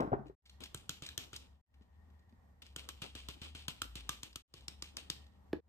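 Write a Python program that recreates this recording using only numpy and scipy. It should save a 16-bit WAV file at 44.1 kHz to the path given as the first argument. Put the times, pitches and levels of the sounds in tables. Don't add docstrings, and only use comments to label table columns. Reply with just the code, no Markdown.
import sys
import numpy as np
from scipy import signal
from scipy.fft import rfft, irfft
from scipy.io import wavfile
from scipy.ndimage import uniform_filter1d

SR = 44100
rng = np.random.default_rng(int(sys.argv[2]) if len(sys.argv) > 2 else 0)


def convert_level_to_amplitude(level_db):
    exponent = np.asarray(level_db, float) / 20
    return 10 ** exponent


def put_to_file(sound):
    columns = np.atleast_2d(sound).T
    safe = np.clip(columns, -1, 1)
    whole_steps = np.round(safe * 32767)
    wavfile.write(sys.argv[1], SR, whole_steps.astype(np.int16))


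N = 250558
T = np.arange(N) / SR


def unit(x):
    return x / np.sqrt(np.mean(x ** 2))


def colour(x, shape):
    hz, db = np.transpose(shape)
    log_grid = np.log(np.linspace(1, SR / 2, 2049))
    cepstrum = irfft(np.interp(log_grid, np.log(hz), db) * np.log(10) / 20)
    cepstrum[1:2048] *= 2
    cepstrum[2049:] = 0
    response = irfft(np.exp(rfft(cepstrum)))
    return signal.fftconvolve(x, response / np.linalg.norm(response))[:len(x)]


def band(x, hz, width_hz):
    return signal.lfilter(*signal.iirpeak(hz, hz / width_hz, fs=SR), x)


def add(out, start_s, x):
    i = int(start_s * SR)
    out[i:i + len(x)] += x[:N - i]


def decay(t60_s, t):
    return convert_level_to_amplitude(-60 * t / t60_s)


def rise(rise_s, t):
    return np.clip(t / rise_s, 0, 1)


def ring(hz, t60_s, t):
    return np.sin(2 * np.pi * hz * t) * decay(t60_s, t)


def walk(rate_hz):
    k = int(SR / rate_hz)
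    steps = np.repeat(rng.standard_normal(N // k + 1), k)
    return unit(uniform_filter1d(steps, k)[:N])


def ears(x, echo, apart, lead=6):
    left = np.roll(x, lead) + apart[0]
    right = np.roll(x, 2 * lead) * np.sqrt(1 - echo ** 2) + echo * x + apart[1]
    return np.array([left, right])


def reverb(x, t60_s, db):
    t = T[:SR // 2]
    tails = rng.standard_normal((2, len(t))) * decay(t60_s, t) * rise(0.01, t)
    tails /= np.linalg.norm(tails[0])
    return convert_level_to_amplitude(db) * signal.fftconvolve(x[None], tails, axes=1)[:, :N]


# (start_s, pitch_hz, level_db)
DRONE_PATH = [(0.0, 59.5, -58), (0.301, 55.5, -62), (0.56, 70.3, -62), (1.55, 71.3, -58),
              (1.738, 74.2, -64.5), (1.849, 62.6, -63.5), (1.972, 76.1, -60.5), (2.358, 76.4, -61.5),
              (2.48, 72.13, -72.5), (2.6, 74, -62), (2.83, 67.3, -57.5), (3.309, 67, -57.5),
              (3.4, 76.2, -58), (3.649, 72, -57.5), (3.86, 57, -57), (4.3, 61.2, -62), (4.65, 68.4, -58),
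              (5.6, 72.9, -61.5)]
# (pitch_hz, width_hz)
WHINE_BAND = (1860, 70)
# (pitch_hz, level_db)
HISS_TONE = [(12, -36.5), (20, -24), (64, 2), (157, -11.5), (196, -6), (333, -20), (650, -19.5), (707, -20),
             (768, -15), (1130, -20.5), (1270, -25.5), (2930, -37.5), (3970, -37.5), (15600, -44)]
SCENE_HISS_DB = [0.1, 0.1, -1.6, 0.16, 0.3]
SCENE_STARTS = (0.4, 1.63, 2.7, 4.45)


def room_tone():
    start_s, hz, db = np.transpose(DRONE_PATH)
    throb = convert_level_to_amplitude(np.interp(T, start_s, db) + 3 * walk(12))
    pitch_hz = np.interp(T, start_s, hz) + 1.5 * walk(9)
    drone = np.sqrt(2) * throb * np.sin(2 * np.pi * np.cumsum(pitch_hz) / SR)
    drone = np.array([drone * convert_level_to_amplitude(-2.86), np.roll(drone, 30) * convert_level_to_amplitude(-5.0)])

    hiss = np.array([colour(rng.standard_normal(N), HISS_TONE) for _ in range(2)])
    hiss[1] = hiss[1] + band(hiss[0] - hiss[1], 60, 220)
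    lift_db = np.take(SCENE_HISS_DB, np.digitize(T, SCENE_STARTS))
    hiss = convert_level_to_amplitude(-66.5 + lift_db + 1.3 * walk(7.4)) * hiss

    whine = [convert_level_to_amplitude(-86 + 4.2 * walk(4.3)) * unit(band(rng.standard_normal(N), *WHINE_BAND)) for _ in range(2)]
    return drone + hiss + whine


# (pitch_hz, level_db)
RUMBLE_TONE = [(40, -23.5), (120, -4), (300, 5), (800, -0.5), (1400, -7.5), (2500, -29.5), (4000, -44),
               (6000, -70.5), (16000, -71)]
# (pitch_hz, level_db)
CLICK_TONE = [(500, -11.5), (1500, 1.5), (4500, 0), (7000, -18), (16000, -25)]


def knocks(table, rumble_db, rumble_t60_s, push_s):
    body, rumble, click = np.zeros((3, N))
    t = T[:SR // 2]
    for start_s, db, hz, t60_s, click_db in table:
        push = np.sin(np.pi / 2 * rise(push_s, t)) ** 2
        add(body, start_s, convert_level_to_amplitude(db) * ring(hz, t60_s, t) * push)
        add(rumble, start_s, convert_level_to_amplitude(db + rumble_db) * decay(rumble_t60_s, t) * rng.standard_normal(len(t)))
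        add(click, start_s, convert_level_to_amplitude(db + click_db) * decay(0.011, t) * rng.standard_normal(len(t)))
    return body + colour(rumble, RUMBLE_TONE) + colour(click, CLICK_TONE)


# (start_s, peak_db, pitch_hz, t60_s, click_db relative to the peak)
BASIN_KNOCKS = [(.001, -36, 193, 0.057, -28.5), (.004, -34, 625, 0.065, -31.5),
                (.010, -34, 1152, 0.042, -33), (.021, -23.5, 722, 0.019, -41),
                (.030, -37, 308, 0.048, -37.5), (.047, -32.5, 279, .05, -46),
                (.075, -31.5, 200, 0.02, -49.5), (.1180, -26, 559, 0.025, -38),
                (.1225, -28, 150, 0.04, -58), (.1295, -19.5, 761, 0.027, -49),
                (.1300, -43, 1244, 0.035, -31.5), (.1360, -21.5, 399, 0.04, -41),
                (.1240, -48, 136.4, 0.55, -48.5), (.158, -45, 412, 0.053, -39),
                (.192, -44.5, 213, 0.11, -34), (.258, -47, 299, 0.074, -22.5), (.297, -44, 380, 0.061, -34),
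                (1.81, -55, 200, 0.047, -14), (2.325, -59, 228, .06, -12)]
EARLIER_KNOCK = [
    (0, -39.5, 340, .12, -23),
]


def basin_knocks():
    return knocks(BASIN_KNOCKS, -14.5, 0.092, 0.0017) + knocks(EARLIER_KNOCK, 5.0, 0.24, 0.0015)


# (start_s, peak_db, pitch_hz, t60_s)
CRUMB_TICKS = [(0.0044, -34, 2530, 0.014), (0.027, -69, 2770, 0.013), (0.06, -70, 2480, 0.03),
               (0.2642, -62, 2720, 0.05), (0.278, -64.5, 2970, 0.053), (0.4537, -45, 3400, 0.069),
               (0.4945, -45, 3900, 0.026), (0.635, -38.5, 3840, 0.039), (0.6544, -45.5, 2750, 0.044),
               (0.7726, -49, 3930, 0.03), (0.794, -55.5, 2612, 0.038), (1.062, -38, 3900, 0.035),
               (1.0881, -36, 3400, 0.02), (1.361, -37, 4640, 0.027), (1.7394, -63, 2850, 0.04),
               (1.817, -68.5, 3034, 0.071), (2.1003, -71, 3200, 0.029), (2.191, -70.5, 3925, 0.034),
               (2.292, -67, 3240, 0.033), (2.6643, -48.5, 3960, 0.018), (4.328, -54, 3750, 0.027),
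               (4.56, -61, 2970, 0.022), (4.607, -54, 3400, 0.023), (4.7062, -56, 3664, 0.027),
               (4.8412, -46, 3400, 0.028), (4.8557, -49, 3470, 0.016), (5.2655, -57.5, 3510, 0.018)]


def ticks():
    out, t = np.zeros(N), T[:SR // 5]
    for start_s, db, hz, t60_s in CRUMB_TICKS:
        burst = rng.standard_normal(len(t)) * rise(0.088 * t60_s, t) * decay(t60_s, t)
        add(out, start_s, convert_level_to_amplitude(db + 13) * band(burst, hz, hz * 0.49))
    return out


# (start_s, effort_db)
HAND_MOVES = [(0.43, -100), (0.55, -94.5), (0.63, -68), (0.72, -84), (1.3, -79), (1.5, -90), (1.75, -94),
              (1.92, -85.5), (2.2, -93.5), (2.6, -100.5), (2.83, -79), (3.0, -88), (4.15, -82.5),
              (4.25, -67.5), (4.4, -90), (5.0, -78.5), (5.35, -81.5), (5.6, -90)]


def hand_effort_db():
    return np.interp(T, *np.transpose(HAND_MOVES), left=-110)


# (pitch_hz, level_db)
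BODY_TONE = [(120, -25), (250, 10), (500, 2.5), (900, -3.5), (1400, -1.5), (2500, -47)]


def pot_body(shake, effort_db):
    force = convert_level_to_amplitude(effort_db) + convert_level_to_amplitude(-12) * shake
    return [force * convert_level_to_amplitude(5.25 * walk(31)) * colour(rng.standard_normal(N), BODY_TONE) for _ in range(2)]


def grains(scatter_db, share):
    size = convert_level_to_amplitude(scatter_db * np.minimum(rng.exponential(size=N), 5))
    clicks = (rng.random(N) < share) * size * rng.standard_normal(N)
    return unit(unit(clicks) + 1.2 * rng.standard_normal(N))


# (pitch_hz, level_db)
SOIL_TONE = [(300, -12), (600, -16), (1300, -12.5), (1850, -12), (3000, 0.5), (4500, -6.5), (6500, -14),
             (9000, -12), (12500, -23.5), (16000, -25)]


def rattling_soil(shake, effort_db):
    leaf_hiss = convert_level_to_amplitude(-89.5 + 0.43 * (effort_db + 79.5))
    stir = (shake + leaf_hiss) * convert_level_to_amplitude(2.2 * walk(60) + 0.87 * walk(22.196))
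    return [stir * colour(grains(2.8, 0.027), SOIL_TONE) for _ in range(3)]


# (pitch_hz, width_hz, level_db)
WALL_RINGS = [(2410, 260, 0.5), (2750, 93, -4), (3160, 240, -1.5), (3650, 150, -3), (4150, 200, -5.5)]


def rung_wall(rattle):
    return convert_level_to_amplitude(-1) * sum(convert_level_to_amplitude(db) * band(rattle, hz, width_hz / 2) for hz, width_hz, db in WALL_RINGS)


# (start_s, crack_db, wall_ring_db relative to the crack, thump_db, soil_shake_db)
FIRST_POT_TAPS = [
    (0.6046, -48, -13, -50, -56.5),
    (0.7452, -34.5, -9.5, -40, -58),
    (0.8932, -31, -14, -41.5, -51),
    (1.0215, -44.5, -8.5, -43.5, -50.5),
    (1.1771, -27, -14.5, -42.5, -48.5),
    (1.3307, -45, -4.5, -45.5, -53.5),
]
SECOND_POT_TAPS = [(2.62, -48, -24, -88, -60.5), (2.762, -32, -14.5, -44.5, -51),
                   (2.8891, -31.5, -14.5, -53, -56.5), (3.0183, -36, -16, -41, -48),
                   (3.1519, -38.5, -14, -42, -49), (3.2864, -34, -12, -42, -52),
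                   (3.4157, -45, -18, -44, -50), (3.5492, -45, -8.5, -48.5, -49.5),
                   (3.682, -26.5, -15, -38, -51), (3.818, -25, -10.5, -39.5, -51.5),
                   (3.955, -34.5, -26.5, -42.5, -51.5), (4.092, -24.5, -11.5, -40.5, -50),
                   (4.2318, -32.5, -24, -46.5, -57), (4.3581, -27.5, -17.5, -40, -54)]
THIRD_POT_TAPS = [
    (4.539, -38, -15, -42, -59),
    (4.6817, -30.5, -33, -48, -56.5),
    (4.8232, -31.5, -19, -45.5, -59.5),
    (4.9685, -31.5, -28, -52, -52),
    (5.1001, -26, -19, -39, -53),
]
# (wall_ring_hz, thump_hz, palm_pat_db relative, snap_db relative, snap_hz)
POT_VOICES = [
    (1365, 320, -0.5, -3.5, 7060),
    (1255, 234, -4, -13.5, 4460),
    (1400, 343, -4, -8, 3650),
]
# (pitch_hz, level_db)
FIRST_CRACK = [(940, -33), (1600, -5), (2170, -30), (3210, 7.5), (4310, -3.5), (4780, -13), (8460, -4.5),
               (10500, -11.5), (13400, -12.5), (15600, -29)]
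SECOND_CRACK = [(940, -23), (1600, -6.5), (1950, -18), (3140, 0.5), (4470, -7.5), (5310, -8), (8220, -6),
                (10200, -14.5), (13900, -12.5), (15600, -38.5)]
THIRD_CRACK = [(940, -40.5), (1600, -26), (2860, -3), (4970, 8), (6240, -1), (9490, -3), (10600, -14),
               (12700, -9), (14700, -30), (15600, -28.5)]
POT_SWAPS = (2, 4.45)


def taps():
    crack = np.zeros((3, N))
    snap, wall, shake = np.zeros((3, N))
    t = T[:SR // 2]
    touch = rise(0.00053, t) ** 2 * (decay(0.02, t) + convert_level_to_amplitude(-26.5) * decay(0.1, t))
    rattle = decay(0.29, t)
    trickle = convert_level_to_amplitude(-22.5) * decay(0.99, t) * (1 - t / t[-1])
    tables = FIRST_POT_TAPS, SECOND_POT_TAPS, THIRD_POT_TAPS
    for table, (wall_hz, thump_hz, pat_db, snap_db, snap_hz) in zip(tables, POT_VOICES):
        for start_s, db, ring_db, thump_db, soil_db in table:
            grip = 1 + 0.13 * rng.standard_normal(size=3)
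            spot_hz = wall_hz * (1 + 0.044 * rng.standard_normal())
            for path in crack:
                rough = rng.laplace(size=len(t)) * convert_level_to_amplitude(0.82 * rng.standard_normal(len(t)))
                add(path, start_s - 0.0008, convert_level_to_amplitude(db - 9) * touch * rough)
            burst = band(decay(0.0035, t) * rng.laplace(size=len(t)), snap_hz * grip[2], 3200)
            add(snap, start_s + 0.0015, convert_level_to_amplitude(db + snap_db + 16) * burst)
            rings = ring(spot_hz, 0.014, t) + 0.57 * ring(spot_hz * 0.96 * grip[0], 0.031, t)
            add(wall, start_s, convert_level_to_amplitude(db + ring_db + 5.5) * rise(0.0008, t) * rings)
            thump = convert_level_to_amplitude(pat_db) * ring(125 * grip[1], 0.043, t) + ring(thump_hz * grip[2], 0.02, t)
            add(wall, start_s + 0.002, rise(0.00087, t) * convert_level_to_amplitude(thump_db) * thump)
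            add(shake, start_s, convert_level_to_amplitude(soil_db) * rise(0.0013, t) * (rattle + trickle))
    held = np.searchsorted(POT_SWAPS, T)
    tones = FIRST_CRACK, SECOND_CRACK, THIRD_CRACK
    crack = [sum(colour(path * (held == k), tone) for k, tone in enumerate(tones)) for path in crack]
    return crack[0] + snap + wall, np.array(crack[1:]), shake


# (start_s, peak_db, pitch_hz, t60_s, click_db relative to the peak)
POT_LANDING = [
    (5.5302, -32, 1690, 0.018, -7),
    (5.5305, -34.5, 846, .02, -7.5),
    (5.5325, -17, 342, 0.022, -58),
    (5.542, -48.5, 308, 0.067, -52),
    (5.565, -45.5, 402, 0.037, -18),
    (5.585, -45.5, 459, 0.12, -54.5),
]


def set_down():
    return knocks(POT_LANDING, -28, 0.097, 0.0018)


# (fade_out_s, silent_from_s, back_at_s, fade_in_s)
SCENE_CHANGES = [
    (0.048, 0.3507, 0.41, 0.13),
    (0.097, 1.613, 1.656, 0.11),
    (0.094, 4.421, 4.472, 0.11),
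    (0.037, 5.604, 5.576, 0.19),
]


def fades():
    gain = np.ones(N)
    for out_s, silent_s, back_s, in_s in SCENE_CHANGES:
        sink = convert_level_to_amplitude(-8.5 * np.clip(1 - (silent_s - T) / out_s, 0, 1))
        swell = np.clip((T - back_s) / in_s, 1e-3, 1) ** 1.48
        gain = gain * np.where(T < silent_s, sink, swell)
    return uniform_filter1d(gain, size=200)


def scene():
    tone, basin, crumbs = room_tone(), basin_knocks(), ticks()
    effort_db = hand_effort_db()
    hits, scattered, shake = taps()
    soil = rattling_soil(shake, effort_db)
    body = pot_body(shake, effort_db)
    foot = set_down()

    pot = hits + crumbs + rung_wall(soil[0])
    apart = band(1.19 * np.array(soil[1:]) + 1.5 * scattered, 2900, 7200) + body
    near = ears(pot + soil[0], echo=0.12, apart=apart) * convert_level_to_amplitude([[0.8], [-0.8]])
    aside = np.array([np.roll(basin, 16) * convert_level_to_amplitude(4.1), basin * convert_level_to_amplitude(0.5)])
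    middle = foot * convert_level_to_amplitude([[-0.4], [0.4]]) + reverb(foot, 0.33, -8.5)
    middle = middle * np.clip((SCENE_CHANGES[-1][1] - T) / 0.0047 + 1, 0, 1)
    return near + aside + middle + reverb(pot, 0.31, -10) + reverb(basin, 0.34, -7.5) + tone


def band_limit(x):
    return signal.sosfilt(signal.butter(12, 15710, fs=SR, output="sos"), x)


# (pitch_hz, level_db)
MIC_TONE = [(20, -4.5), (45, 2), (9000, -3.5), (10500, -3), (12500, 2), (14500, -7.5), (16500, -12)]
# (pitch_hz, level_db)
THINNED_TONE = [(20, 0), (9500, 0), (9850, -26), (11000, -26), (11400, 0), (14300, 0), (14800, -24),
                (20000, -30)]


def record(dry):
    full = np.array([colour(side, MIC_TONE) for side in dry]) * convert_level_to_amplitude(-3.5) * fades()
    thinned = np.array([colour(side, THINNED_TONE) for side in full]) * convert_level_to_amplitude(-2.6)
    edge = np.abs(np.diff(full.sum(axis=0), prepend=0))
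    jump = uniform_filter1d(edge, size=256) / (uniform_filter1d(edge, size=4096) + 1e-12)
    attack = np.clip(jump - 1.6, 0, 1)
    mix = thinned + attack * (full - thinned)
    return band_limit(mix)


dry = scene()
out = record(dry)
put_to_file(out)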